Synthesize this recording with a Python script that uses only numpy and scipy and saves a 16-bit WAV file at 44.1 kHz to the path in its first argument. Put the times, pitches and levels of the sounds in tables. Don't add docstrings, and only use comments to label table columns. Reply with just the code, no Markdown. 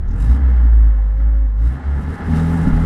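import sys
import numpy as np
from scipy import signal
from scipy.fft import rfft, irfft
from scipy.io import wavfile
from scipy.ndimage import uniform_filter1d

SR = 44100
rng = np.random.default_rng(int(sys.argv[2]) if len(sys.argv) > 2 else 0)


def level_to_linear(level):
    exponent = np.asarray(level, float) / 20
    return 10 ** exponent


def transcribe(signal):
    frames = np.atleast_2d(signal).T
    limited = np.clip(frames, -1, 1)
    pcm = np.round(limited * 32767).astype(np.int16)
    wavfile.write(sys.argv[1], SR, pcm)


N = 125685


def rms_one(x):
    return x / np.sqrt(np.mean(x ** 2) + 1e-20)


def in_time(rows):
    seconds, *columns = np.transpose(rows)
    return [np.interp(np.arange(N) / SR, seconds, column) for column in columns]


def drift(rate_hz):
    step = 40
    warm_up = 2000
    pole = np.exp(-2 * np.pi * rate_hz * step / SR)
    noise = rng.standard_normal(N // step + warm_up + 2)
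    slow = signal.lfilter([1], [1, -2 * pole, pole * pole], noise)[warm_up:]
    return np.interp(np.arange(N) / step, np.arange(len(slow)), rms_one(slow))


def trail(x, seconds):
    pole = np.exp(-1 / (seconds * SR))
    return signal.lfilter([1 - pole], [1, -pole], x - x[0]) + x[0]


def coloured(points, peaks, patchy_db):
    hz = np.maximum(np.arange(N // 2 + 1) * SR / N, 1)
    point_hz, point_db = np.transpose(points)
    shape = level_to_linear(np.interp(np.log(hz), np.log(point_hz), point_db, left=-90, right=-90))
    for centre_hz, width_hz, gain_db in peaks:
        shape = shape * level_to_linear(gain_db / (1 + (2 * (hz - centre_hz) / width_hz) ** 2))
    spectrum = rfft(rng.standard_normal(N)) * shape
    out = 0
    for octave in range(4, 15):
        share = np.clip(1 - np.abs(np.log2(hz) - octave), 0, 1)
        out = out + irfft(spectrum * share, N) * level_to_linear(patchy_db * drift(6.8))
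    return rms_one(out)


def low_rumble():
    # time in seconds, level in dB.
    rumble_level = [(0, -42.5), (.15, -27.5), (.3, -27), (.6, -31.5), (.9, -39), (1.2, -35), (1.5, -38.5),
                    (1.7, -33), (1.82, -33.5), (2.0, -25), (2.2, -27.5), (2.33, -21.5), (2.5, -30.5),
                    (2.7, -18.5), (2.85, -29)]
    # frequency in Hz, relative level in dB per Hz.
    rumble_spectrum = [(20, -8), (35, 0), (55, -2), (80, 0.5), (120, -8.5), (200, -4.5), (280, -5.5),
                       (330, -28.5), (500, -18.5)]
    level_db, = in_time(rumble_level)
    return level_to_linear(level_db) * coloured(rumble_spectrum, [], patchy_db=3.0)


def engine_bay_roar(firings, roar_db):
    # frequency in Hz, relative level in dB per Hz.
    roar_spectrum = [(190, -28.5), (320, -7.5), (500, -11), (700, -12.5), (1100, -13), (1750, -14),
                     (2150, -18.5), (2350, -31), (3100, -30.5), (4200, -36.5), (6000, -45), (8000, -52),
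                     (11000, -77.5)]
    # frequency in Hz, width in Hz, gain in dB.
    panels = [(396, 13, 2), (829, 140, 6.5), (1299, 60, 4.5), (1406, 23, 8), (1720, 50, 6),
              (2920, 900, 1.5), (3720, 130, -6)]
    trim_db = 0.78
    firing_gate = 0.088
    gate = 1 + firing_gate * np.cos(2 * np.pi * firings)
    return level_to_linear(roar_db + trim_db) * gate * coloured(roar_spectrum, panels, patchy_db=0.5)


def body_jolts():
    # time in seconds, strength in dB, softness as a low-pass in Hz.
    blows = [(2.262, -22.5, 300.9), (2.657, -12.5, 249.3), (2.672, -9, 307.9), (2.707, -20, 69.6),
             (2.728, -5.5, 68.6), (2.75, -22.5, 298)]
    # frequency in Hz, drive in dB, time to ring down by 60 dB in seconds.
    body_modes = [(42.6, -1.5, 0.41), (191, 5, 0.05), (262.4, -3, 0.14), (440, -9, 0.031)]
    thuds, out = 0, 0
    for start_s, db, soft_hz in blows:
        blow = level_to_linear(db) * (np.arange(N) == int(start_s * SR)) + 1e-18
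        thuds = thuds + signal.lfilter(*signal.butter(2, soft_hz, fs=SR), blow)
    for hz, db, t60_s in body_modes:
        pole = level_to_linear(-60 / (t60_s * SR))
        angle = 2 * np.pi * hz / SR
        feedback = [1, -2 * pole * np.cos(angle), pole * pole]
        out = out + signal.lfilter([0, level_to_linear(db) * np.sin(angle)], feedback, thuds)
    return out


def intake(firings, firing_hz, hiss_db):
    # frequency in Hz, relative level in dB per Hz.
    hiss_spectrum = [(1800, -20), (2500, 5), (3700, -9.5), (5000, 1.5), (6800, -2), (9000, -1),
                     (10500, -2.5), (12500, -8), (15000, -20), (16000, -45.5)]
    # frequency in Hz, width in Hz, gain in dB.
    hiss_peaks = [(2790, 600, 6), (3780, 450, 16), (5130, 200, 2), (7600, 400, 3), (8870, 150, 6),
                  (10900, 300, -1)]
    # frequency in Hz, relative level in dB per Hz.
    whistle_spectrum = [(4300, -22), (5200, 0), (6000, -2), (6800, -3.5), (7600, -27)]
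    trim_db, sputter_db = 1.5, 1.3
    chuff_depth_db, chuff_full_hz = 5, 40
    treble_hz, treble_follows, treble_full_db = 8200, 1.3, -60
    whistle_s, whistle_half_s, whistle_db = 0.11, 0.04, -63

    hiss = level_to_linear(hiss_db + trim_db + sputter_db * drift(28))
    hiss = hiss * coloured(hiss_spectrum, hiss_peaks, patchy_db=1.54)
    dull = signal.sosfiltfilt(signal.butter(4, treble_hz, fs=SR, output="sos"), hiss)
    treble_db = treble_follows * np.minimum(hiss_db - treble_full_db, 0)
    hiss = dull + level_to_linear(treble_db) * (hiss - dull)

    swell = np.exp(-((np.arange(N) / SR - whistle_s) / whistle_half_s) ** 2)
    whistle = level_to_linear(whistle_db) * swell * coloured(whistle_spectrum, [], patchy_db=1.5)

    chuff_share = np.minimum(chuff_full_hz / firing_hz, 1) ** 2
    chuff_db = chuff_depth_db * chuff_share * np.cos(2 * np.pi * firings)
    return level_to_linear(chuff_db) * (hiss + whistle)


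def fan_whine(firing_hz, roar_db):
    # multiple of the lagged firing rate, level in dB before path and swell.
    blade_tones = [(5.2, -44.5), (10.4, -47), (20.8, -53.5)]
    # frequency in Hz, gain in dB.
    cab_path = [(180, 10), (250, -10.5), (280, 6.5), (310, 3.5), (350, -3.5), (400, -3), (430, 3.5),
                (500, -6.5), (540, 1), (600, -7.5), (700, -10.5), (830, 1.5), (1050, -2), (1300, -6.5),
                (1800, -11.5)]
    lag_s, follows_roar, wander_db = 0.01187, 0.36, 2.0
    slip_db = 0.06
    speed_hz = trail(firing_hz, lag_s)
    turns = np.cumsum(speed_hz) / SR
    speed_change = trail(np.abs(np.gradient(speed_hz)) * SR, 0.03)
    swell_db = follows_roar * (roar_db - roar_db.mean()) - slip_db * speed_change
    out = 0
    for multiple, db in blade_tones:
        path_db = np.interp(multiple * speed_hz, *np.transpose(cab_path))
        level = level_to_linear(db + path_db + swell_db + wander_db * drift(2.6))
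        out = out + level * np.sin(2 * np.pi * multiple * turns + 0.14 * drift(7.3))
    return np.sqrt(2) * out


def engine_orders(firings, boom_db, bark_db):
    # multiple of the firing rate, dB against the bark.
    other_orders = [(.5, -9.5), (1.5, -15), (2.5, -14), (3, -10), (3.5, -20.5), (4, -29.5), (4.5, -46.5),
                    (5, -26.5), (6, -32), (7, -31.5)]
    boom_wander_db = 0.4
    bark_wander_db, bark_wander_rad = 1.0, 0.3
    order_wander_db, order_wander_rad = 3.0, 0.5
    bark_smooth_s = 0.18

    boom = level_to_linear(boom_db + boom_wander_db * drift(24)) * np.sin(2 * np.pi * firings)
    bark_level = level_to_linear(bark_db + bark_wander_db * drift(11))
    bark = bark_level * np.sin(4 * np.pi * firings + bark_wander_rad * drift(6))
    out = boom + bark
    load_db = uniform_filter1d(bark_db, int(bark_smooth_s * SR) + 1)
    for multiple, db in other_orders:
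        level = level_to_linear(load_db + db + order_wander_db * drift(8.1))
        phase = 2 * np.pi * (multiple * firings + rng.random())
        out = out + level * np.sin(phase + order_wander_rad * drift(6))
    return np.sqrt(2) * out


def scene():
    # time in seconds, firing rate in Hz, level of the boom in dB,
    # level of the bark in dB.
    engine_revs = [(0, 32.9, -31, -17), (.08, 35.48, -17, -23), (.16, 42.8, -18.5, -23),
                   (.22, 50.3, -12.5, -29), (.27, 55.2, -14.5, -20), (.31, 59.5, -6, -28),
                   (.34, 63.3, -10, -39.5), (.39, 68.8, -17, -37.5), (.46, 63.2, -10, -34.5),
                   (.54, 60.47, -10.5, -37.5), (.66, 57.4, -9, -36), (.79, 54.54, -6.5, -35),
                   (.86, 53.47, -8, -30.5), (.95, 51.1, -13, -43), (1.07, 49.9, -13.5, -42),
                   (1.14, 50.8, -15.5, -36), (1.26, 54.3, -11, -37), (1.42, 52.5, -12, -43.5),
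                   (1.54, 49.8, -16.5, -38.5), (1.61, 53.45, -13, -31.5), (1.67, 58.45, -11, -29),
                   (1.72, 63.33, -18.5, -32), (1.77, 69.95, -28.5, -30), (1.81, 71.5, -38, -46),
                   (1.86, 71.35, -19, -42), (1.92, 69.57, -15.5, -33.5), (1.97, 69.5, -17.5, -27),
                   (2.02, 72.14, -26, -31), (2.08, 74.23, -23, -26.5), (2.14, 79.1, -21.5, -36.5),
                   (2.2, 77.96, -47, -48), (2.24, 78, -31, -34), (2.28, 78.26, -22.5, -23.5),
                   (2.32, 78.8, -17, -20), (2.42, 81.66, -21.5, -17), (2.55, 83.32, -19, -20),
                   (2.64, 80.67, -25, -16), (2.7, 79.8, -20, -22.5), (2.75, 79.6, -21.5, -19),
                   (2.85, 83.07, -18.5, -16)]
    # time in seconds, roar level in dB before its trim,
    # hiss level in dB before its trim.
    engine_load = [(0.04, -47.5, -101), (0.08, -47, -69), (0.19, -43, -58.5), (0.2, -43.5, -54),
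                   (0.34, -38, -55.5), (0.42, -39.5, -69.5), (0.62, -41, -66), (0.68, -42, -82),
                   (1.0, -46, -81), (1.19, -47.5, -70), (1.2, -43.5, -70.5), (1.26, -46, -88),
                   (1.28, -46, -86.5), (1.54, -49.5, -74), (1.66, -44, -57), (1.85, -39, -65.5),
                   (1.98, -40, -61.5), (2.0, -39, -58), (2.11, -37, -57.5), (2.2, -35, -59),
                   (2.23, -33, -63.5), (2.25, -36, -58), (2.38, -31, -49.5), (2.44, -34, -52.5),
                   (2.5, -33, -52), (2.81, -33.5, -54)]
    firing_hz, boom_db, bark_db = in_time(engine_revs)
    roar_db, hiss_db = in_time(engine_load)
    firings = np.cumsum(firing_hz) / SR

    mix = low_rumble()
    mix = mix + engine_bay_roar(firings, roar_db)
    mix = mix + body_jolts()
    mix = mix + intake(firings, firing_hz, hiss_db)
    mix = mix + fan_whine(firing_hz, roar_db)
    mix = mix + engine_orders(firings, boom_db, bark_db)
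    return mix[None]


def top_cut(x):
    return signal.sosfilt(signal.butter(12, 15700, fs=SR, output="sos"), x)


def record(dry):
    return top_cut(dry)


dry = scene()
out = record(dry)
transcribe(out)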